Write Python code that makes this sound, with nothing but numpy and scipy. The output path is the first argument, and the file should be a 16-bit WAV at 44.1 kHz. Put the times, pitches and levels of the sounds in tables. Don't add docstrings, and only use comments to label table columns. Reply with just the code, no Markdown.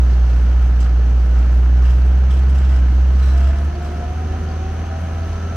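import sys
import numpy as np
from scipy import signal
from scipy.fft import rfft, irfft, next_fast_len
from scipy.io import wavfile
from scipy.ndimage import uniform_filter1d, map_coordinates

SR = 44100
rng = np.random.default_rng(int(sys.argv[2]) if len(sys.argv) > 2 else 0)


def inscribe(sig):
    pcm = np.round(np.clip(np.atleast_2d(sig).T, -1, 1) * 32767)
    wavfile.write(sys.argv[1], SR, pcm.astype(np.int16))


N = 245195


def amp(db):
    return 10 ** (np.asarray(db) / 20)


def unit(x):
    return x / np.sqrt(np.mean(x ** 2) + 1e-20)


def along(points, hz):
    freqs, values = np.transpose(points)
    return np.interp(np.log(hz + 1), np.log(freqs + 1), values)


def automation(rows):
    times, values = np.transpose(rows)
    return np.interp(np.arange(N) / SR, times, values)


def envelope(start, length, attack, release):
    t = np.arange(N) / SR - start
    return np.clip(t / attack, 0, 1) * np.exp(-np.maximum(t - length, 0) / release)


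def swells(rows):
    t = np.arange(N) / SR
    return sum(amp(db) * np.exp(-((t - centre) / half) ** 2) for centre, half, db in rows)


def wobble(rate):
    coarse = np.arange(0, N + 16, 16)
    curve = map_coordinates(rng.standard_normal(4096), [coarse * rate / SR], mode="wrap")
    return np.interp(np.arange(N), coarse, curve)


def filtered(x, response):
    size = next_fast_len(N + SR // 2)
    return irfft(rfft(x, size) * response(np.fft.rfftfreq(size, 1 / SR)), size)[..., :N]


def resonance(f, hz, width):
    return 1j * f * width / (hz * hz - f * f + 1j * f * width)


# frequency in Hz, side level against the mid in dB.
WIDTH = [(60, -29.5), (125, -21.5), (250, -9), (500, -7), (1000, -2), (2000, -11), (4000, -1), (12000, -2)]

def spread(pair):
    side = filtered(pair[1], lambda hz: amp(along(WIDTH, hz)))
    return np.array([pair[0] + side, pair[0] - side])


def rush(spectrum, gate):
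    bursts = rng.standard_normal((2, N)) * gate
    return spread(unit(filtered(bursts, lambda hz: amp(along(spectrum, hz)))))


def tone(turns, drift, flutter_db, rate):
    phase = 2 * np.pi * (turns + rng.random()) + drift * wobble(rate)
    return unit(np.sin(phase) * amp(flutter_db * wobble(rate)))


def strokes(firings, decay, uneven_db, scatter_db):
    stroke = firings.astype(int)
    cylinder = np.array([1, -1, .5, -.5])[stroke % 4]
    size = amp(uneven_db * cylinder + scatter_db * rng.standard_normal(1024)[stroke])
    return unit(size * np.exp(-(firings % 1) / decay))


def roughness(firings, depth):
    return unit(1 + depth * wobble(70) + depth * np.sin(2 * np.pi * firings / 4))


# multiple of the four-firing cycle, relative level in dB when
# lugging, relative level in dB when running free.
ORDERS = [(2, -49, -46), (3, -39, -41), (5, -45, -44), (6, -50, -44), (7, -42, -45), (8, -30, -40.5),
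          (9, -49, -41.5), (10, -51, -55), (11, -50, -47), (12, -38.5, -44), (13, -48, -49), (14, -56, -52),
          (15, -47, -51), (16, -53, -51), (17, -47.5, -56), (18, -57, -56), (19, -53, -61), (20, -53, -60),
          (21, -55, -62), (22, -54, -50), (23, -57, -62), (24, -53, -54), (26, -62, -57), (27, -56, -60),
          (28, -56, -50.5), (32, -63, -59), (33, -66, -55), (35, -66, -50), (36, -57, -55), (37, -66, -54)]
# frequency in Hz, relative level in dB.
RUMBLE_LUG = [(15, -11.5), (28, -1.5), (48, 1.5), (80, 0), (105, -1.5), (190, -2), (300, -9), (420, -9),
              (560, -12), (670, -11.5), (800, -11.5), (950, -23), (1400, -49), (3000, -75)]
RUMBLE_FREE = [(15, -12), (28, -4.5), (48, 1), (80, 0), (190, 0.5), (300, -7), (420, -9.5), (540, -12),
               (620, -12.5), (700, -9.5), (770, -7.5), (840, -23), (1400, -50), (3000, -75)]
BOOM_FREE_DB, BOOM_LUG_DB = -21, -10

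def exhaust(firings, load):
    free = np.clip(1 - load, 0, 1)
    boom_db = BOOM_FREE_DB + (BOOM_LUG_DB - BOOM_FREE_DB) * load
    boom = amp(boom_db) * tone(firings, drift=.018, flutter_db=.25, rate=13)
    boom *= 1 + .12 * free * wobble(45)
    harmonics = np.zeros(N)
    sway = np.array([wobble(6), wobble(8), wobble(13)])
    for multiple, lug_db, free_db in ORDERS:
        shift, swell = rng.standard_normal((2, 3)) @ sway
        phase = 2 * np.pi * (multiple * firings / 4 + rng.random()) + .12 * shift
        db = lug_db + (free_db - lug_db) * free + .9 * swell
        harmonics += np.sqrt(2) * amp(db) * np.sin(phase)
    puffs = 1 + .25 * strokes(firings, decay=.55, uneven_db=5.5, scatter_db=3)
    rumble = amp(-33) * np.sqrt(1 - free) * rush(RUMBLE_LUG, puffs)
    rumble += amp(-34) * np.sqrt(free) * rush(RUMBLE_FREE, puffs)
    throb = filtered(rng.standard_normal(N), lambda f: resonance(f, hz=48.4, width=7.8) ** 2)
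    return boom + amp(-1) * harmonics + rumble + amp(-34) * unit(throb)


# frequency in Hz, relative level in dB.
BLOCK = [(300, -39), (600, -11.5), (800, -4.5), (950, -2.5), (1080, -1.5), (1310, -2), (1650, -3.5),
         (2000, -8), (2400, -9.5), (2900, -10), (3500, -19.5), (5000, -38), (9000, -72)]
HISS = [(1500, -39.5), (3300, -2.5), (4300, 0.5), (5100, -4.5), (5800, -1), (6050, -1), (6300, 0),
        (6600, -3.5), (6900, -12.5), (7600, -12.5), (8400, -16), (11000, -20), (13000, -20), (15500, -28)]
# centre in Hz, width in Hz, boost or cut in dB.
COVER = [(967, 16, 4), (1013, 25, 4), (1045, 41, -3), (1117, 22, 3.5), (1145, 55, -5), (1255, 34, 5.5),
         (1336, 34, 0.5), (1410, 34, -3.5), (1437, 26, 7), (1490, 30, 3), (1580, 26, 3), (1650, 30, 0.5),
         (1731, 17, 6), (3080, 45, 5.5)]
# time in seconds, level in dB.
HISS_LEVEL = [(0, -52), (.65, -54), (.95, -55.5), (1.4, -54), (2.2, -54.5), (2.7, -53.5), (3.5, -53.5),
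              (4.1, -54), (4.5, -53), (5.56, -52.5)]
BLOCK_DB, LOW_REVS_HZ, REV_DB_PER_OCTAVE = -43, 60, 3.06

def clatter(firings, speed, rattle):
    level = np.hypot(amp(BLOCK_DB + REV_DB_PER_OCTAVE * np.log2(speed / LOW_REVS_HZ)), rattle)
    blows = strokes(firings, decay=.3, uneven_db=3, scatter_db=2)
    taps = strokes(firings, decay=.3, uneven_db=2.2, scatter_db=2)
    cover = lambda f: amp(sum(db * np.abs(resonance(f, hz, width)) ** 2 for hz, width, db in COVER))
    block = filtered(rush(BLOCK, 1 + .17 * blows), cover)
    hiss_db = automation(HISS_LEVEL) + .5 * wobble(6.2)
    return level * block + amp(hiss_db) * rush(HISS, 1 + .2 * taps)


# frequency in Hz, relative level in dB.
FLICKER = [(4000, -19.5), (7500, -3.5), (9400, 1.5), (11000, -1.5), (13000, -4), (15500, -10)]

def treble_flicker():
    slow_db, fast_db = 3.5 * wobble(14), 4 * wobble(500)
    return amp(-69) * rush(FLICKER, amp(slow_db + fast_db))


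# start in seconds, pitch in Hz, level in dB.
TICKS = [(.105, 5320, -40), (.135, 4350, -39), (.251, 5160, -44), (.844, 4500, -36),  (1.215, 5450, -45),
         (2.016, 4480, -41), (2.237, 5510, -44), (2.43, 4450, -43), (2.918, 4470, -41), (3.151, 4470, -43),
         (3.168, 5510, -43), (3.751, 4470, -40), (3.97, 5510, -44), (4.488, 4650, -41), (4.512, 4650, -40),
         (5.231, 4470, -42), (5.425, 5510, -43)]
TICK_ATTACK_S, TICK_T60_S, ROLL_END_S = .002, .04, 3.6

def grit():
    faint = [(when * ROLL_END_S, 3950 + 2080 * pitch, -45 - 5 * softness)
             for when, pitch, softness in rng.random((60, 3))]
    t = np.arange(SR // 16) / SR
    out = np.zeros((2, N + SR))
    for start, hz, db in TICKS + faint:
        phases = 2 * np.pi * rng.random((2, 1))
        scratch = 3 * uniform_filter1d(rng.standard_normal((2, len(t))), size=24)
        shape = (1 - np.exp(-t / TICK_ATTACK_S)) * amp(db - 60 * t / TICK_T60_S)
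        out[:, round(start * SR):][:, :len(t)] += shape * np.sin(2 * np.pi * hz * t + phases + scratch)
    return spread(out[:, :N])


# start in seconds, length in seconds, linkage chatter in dB,
# engine cover rattle in dB.
SHAKES = [(0.158, 0.54, -61.5, -50), (0.808, .06, -55, -46.5), (1.341, 0.14, -54, -47.5),
          (1.819, 0.12, -52, -45.5), (2.296, .1, -51.5, -48), (2.544, .24, -55, -45),
          (3.188, .38, -51.5, -44), (3.803, 0.08, -55, -54)]

def shaking():
    return sum(amp([[chatter_db], [cover_db]]) * envelope(start, length, attack=.0067, release=.034)
               for start, length, chatter_db, cover_db in SHAKES)


# pitch in Hz, width in Hz, relative level in dB.
STEEL = [(1100, 50, -2), (2090, 260, -1), (2690, 77, 6.5), (3150, 320, 2), (4010, 170, -1),
         (4970, 520, -2.5), (5650, 330, -3), (6130, 180, -4), (7600, 170, -2.5), (7950, 300, -10.5),
         (9100, 350, -12), (9330, 160, -9), (11200, 870, -17.5), (12400, 900, -23), (14300, 1500, -25)]

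def steel(f, scatter_db):
    return sum((-1) ** k * amp(db + scatter_db * rng.standard_normal()) * resonance(f, hz, width)
               for k, (hz, width, db) in enumerate(STEEL))


CONTACTS_PER_S, CONTACT_DECAY_S, CHATTER_REST_DB = 170, .0038, -61

def linkage(chatter):
    contacts = (rng.random(N) < CONTACTS_PER_S / SR) * rng.uniform(.27, 1, N)
    bursts = signal.lfilter([1], [1, -np.exp(-1 / (CONTACT_DECAY_S * SR))], contacts)
    force = np.hypot(amp(CHATTER_REST_DB), chatter) * unit(bursts + .08)
    force = uniform_filter1d(force, size=200)
    ring = filtered(force * rng.standard_normal((2, N)), lambda f: steel(f, scatter_db=0))
    return spread(unit(ring) * np.sqrt(np.mean(force ** 2)))


# start in seconds, level in dB, brightness in dB per octave.
KNOCKS = [(0.802, -40.5, 1.5), (1.849, -44.5, -2), (1.914, -51.5, 1), (2.054, -56, 8.5),
          (2.3053, -39.5, -1), (2.3352, -44.5, -1), (2.367, -45.5, -0.5), (2.493, -46.5, 1.5),
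          (2.553, -48, 1.5), (2.585, -48, -2.5), (2.645, -45, 0.5), (2.696, -44, -3), (2.742, -46.5, 1),
          (2.8604, -51.5, 0.5), (2.919, -54.5, 0), (3.066, -55.5, 8.5), (3.19, -49, 2), (3.403, -50.5, 0),
          (3.824, -52.5, 6)]
KNOCK_ATTACK_S, KNOCK_DECAY_S = .0015, .018

def knocks():
    t = np.arange(SR // 10) / SR
    f = np.fft.rfftfreq(len(t), 1 / SR)
    blow = np.clip(t / KNOCK_ATTACK_S, 0, 1) * np.exp(-t / KNOCK_DECAY_S)
    out = np.zeros((2, N + SR))
    for start, db, bright_db in KNOCKS:
        colour = steel(f, scatter_db=4) * amp(bright_db * np.log2((f + 1) / 5000))
        colour /= np.sqrt(np.mean(np.abs(colour) ** 2))
        burst = blow * rng.standard_normal((2, len(t)))
        out[:, round(start * SR):][:, :len(t)] += amp(db) * irfft(rfft(burst) * colour, len(t))
    return spread(out[:, :N])


# pitch in Hz, width in Hz, relative level in dB.
PIN = [(4010, 140, 2.5), (5600, 200, -4), (7820, 130, -7.5), (10400, 300, -15.5), (12300, 300, -24),
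       (13400, 300, -22)]
# start in seconds, level in dB.
CLINKS = [(3.215, -48), (3.253, -52), (3.294, -52), (3.84, -54)]

def clinks():
    force = sum(amp(db) * envelope(start, length=.014, attack=.014, release=.035) for start, db in CLINKS)
    pin = lambda f: sum(amp(db) * resonance(f, hz, width) for hz, width, db in PIN)
    return spread(force * unit(filtered(rng.standard_normal((2, N)), pin)))


# centre in Hz, width in Hz, relative level in dB.
JET = [(5700, 160, -4.5), (6220, 160, 1.5), (10600, 1200, -24.5)]
VALVE_START_S, VALVE_OPENING_S, VALVE_HZ, JET_RISE_S = 3.3, .3, 685, .91

def valve():
    t = np.arange(N) / SR
    opening = amp(-41) * envelope(VALVE_START_S, VALVE_OPENING_S, attack=.077, release=.025)
    held = amp(-53) * np.clip((t - VALVE_START_S) / VALVE_OPENING_S, 0, 1)
    song = (opening + held) * tone(VALVE_HZ * t, drift=.6, flutter_db=2, rate=35)
    flow = np.clip((t - VALVE_START_S) / JET_RISE_S, .25, 1)
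    colour = lambda f: sum(amp(db) * resonance(f, hz, width) ** 2 for hz, width, db in JET)
    jet = filtered(rng.standard_normal((2, N)), colour)
    return song + amp(-60.5) * flow * spread(unit(jet))


# centre in seconds,
# half length in seconds, level in dB.
SURGES = [(3.5, 0.04, -38), (3.595, 0.03, -35.5), (3.827, 0.027, -35), (3.926, 0.028, -34.5),
          (4.04, 0.04, -33), (4.13, 0.03, -34.5), (4.22, 0.04, -37.5), (4.35, .04, -40), (4.49, .04, -38),
          (4.65, 0.07, -39)]
HUM_SWELLS = [(3.88, .2, -46), (4.48, .2, -46), (4.72, .07, -43), (5.38, .14, -47)]
PUMP_STROKES_PER_FIRING = 4.8

def pump(firings):
    turns = PUMP_STROKES_PER_FIRING * firings
    lift = amp(-44) * envelope(start=3.5, length=1.68, attack=.14, release=.4)
    whine = np.hypot(lift, swells(SURGES)) * tone(2 * turns, drift=.38, flutter_db=1.2, rate=36)
    stroke = tone(turns, drift=.3, flutter_db=2, rate=30)
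    body = lambda f: amp(-54) + amp(-48) * np.abs(resonance(f, hz=341, width=69)) ** 2
    hum = filtered(stroke, body) + swells(HUM_SWELLS) * stroke
    tilt = amp(-40.5) * envelope(start=4.86, length=.1, attack=.05, release=1.3)
    gears = tilt * tone(8 * firings, drift=.25, flutter_db=1.5, rate=28)
    return (whine + hum + gears) * roughness(firings, depth=.22)


# time in seconds, boost or cut in dB.
RING_LEVEL = [(0, -2), (3.6, -2), (3.9, 1.5), (4.7, -2), (5.0, 0), (5.45, 3.5)]

def panels(firings):
    drone = tone(3 * firings, drift=.25, flutter_db=2, rate=24) * roughness(firings, depth=.3)
    climb = amp(-37) * envelope(start=3.68, length=.93, attack=.066, release=.06)
    harmonics = sum(amp(-.5 * (k - 16)) * tone(k * firings, drift=.45, flutter_db=1.5, rate=35)
                    for k in range(15, 23))
    ring = filtered(harmonics, lambda f: resonance(f, hz=1328, width=77) ** 2)
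    return climb * drone + amp(-48.5 + automation(RING_LEVEL)) * ring


def shed_wall(x, t60, delay):
    t = np.arange(SR // 2) / SR
    tail = rng.standard_normal((2, len(t))) * amp(-60 * t / t60) * (t > delay)
    return signal.fftconvolve(x, tail / np.linalg.norm(tail[0]), axes=1)[:, :N]


# time in seconds, cylinder firings per second.
SPEED = [(0.0, 61.6), (0.33, 59.5), (0.56, 61.3), (0.82, 59.7), (1.35, 60.0), (1.9, 61.7), (2.2, 64.0),
         (2.6, 66.3), (2.87, 62.3), (3.15, 64.9), (3.42, 66.1), (3.58, 70.5), (3.74, 73.5), (4.01, 73.6),
         (4.1, 75.5), (4.21, 78.6), (4.42, 79.2), (4.6, 78.5), (4.85, 81.4), (5.15, 81.8), (5.56, 83.3)]
# time in seconds, load (near 1 lugging, near 0 running free).
LOAD = [(0, 0.94), (.4, 0.84), (1.3, 0.83), (1.85, 0.99), (2.25, 0.86), (3.47, 0.9), (3.56, 0.44),
        (3.68, 0.46), (3.72, -0.059), (4.1, -0.21), (4.25, 0.08), (4.45, -0.12)]

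def scene():
    speed, load = automation(SPEED), automation(LOAD)
    firings = np.cumsum(speed) / SR
    chatter, rattle = shaking()
    bright = linkage(chatter) + knocks() + clinks() + grit() + treble_flicker()
    tones = pump(firings) + valve() + panels(firings)
    answer = shed_wall(amp(-9) * bright + amp(-17) * tones, t60=.3, delay=.02)
    return exhaust(firings, load) + clatter(firings, speed, rattle) + tones + bright + answer


# frequency in Hz, left level against the right in dB.
LEAN = [(60, -1.1), (130, 0.4), (600, 0.5), (2000, -0.2), (4000, -2), (9000, -0.5)]
# frequency in Hz, radians by which the left trails.
LAG = [(60, 0.027), (250, 0.15), (800, 0.94), (1460, 0), (3000, 0.81), (6000, 0.44), (9500, .8),
       (13000, 1.4)]
TOP_HZ = 15700

def record(dry):
    sides = np.array([[.5], [-.5]])
    placed = lambda hz: amp(along(LEAN, hz) * sides) * np.exp(-1j * along(LAG, hz) * sides)
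    return filtered(dry, lambda hz: placed(hz) * (hz < TOP_HZ))


dry = scene()
out = record(dry)
inscribe(out)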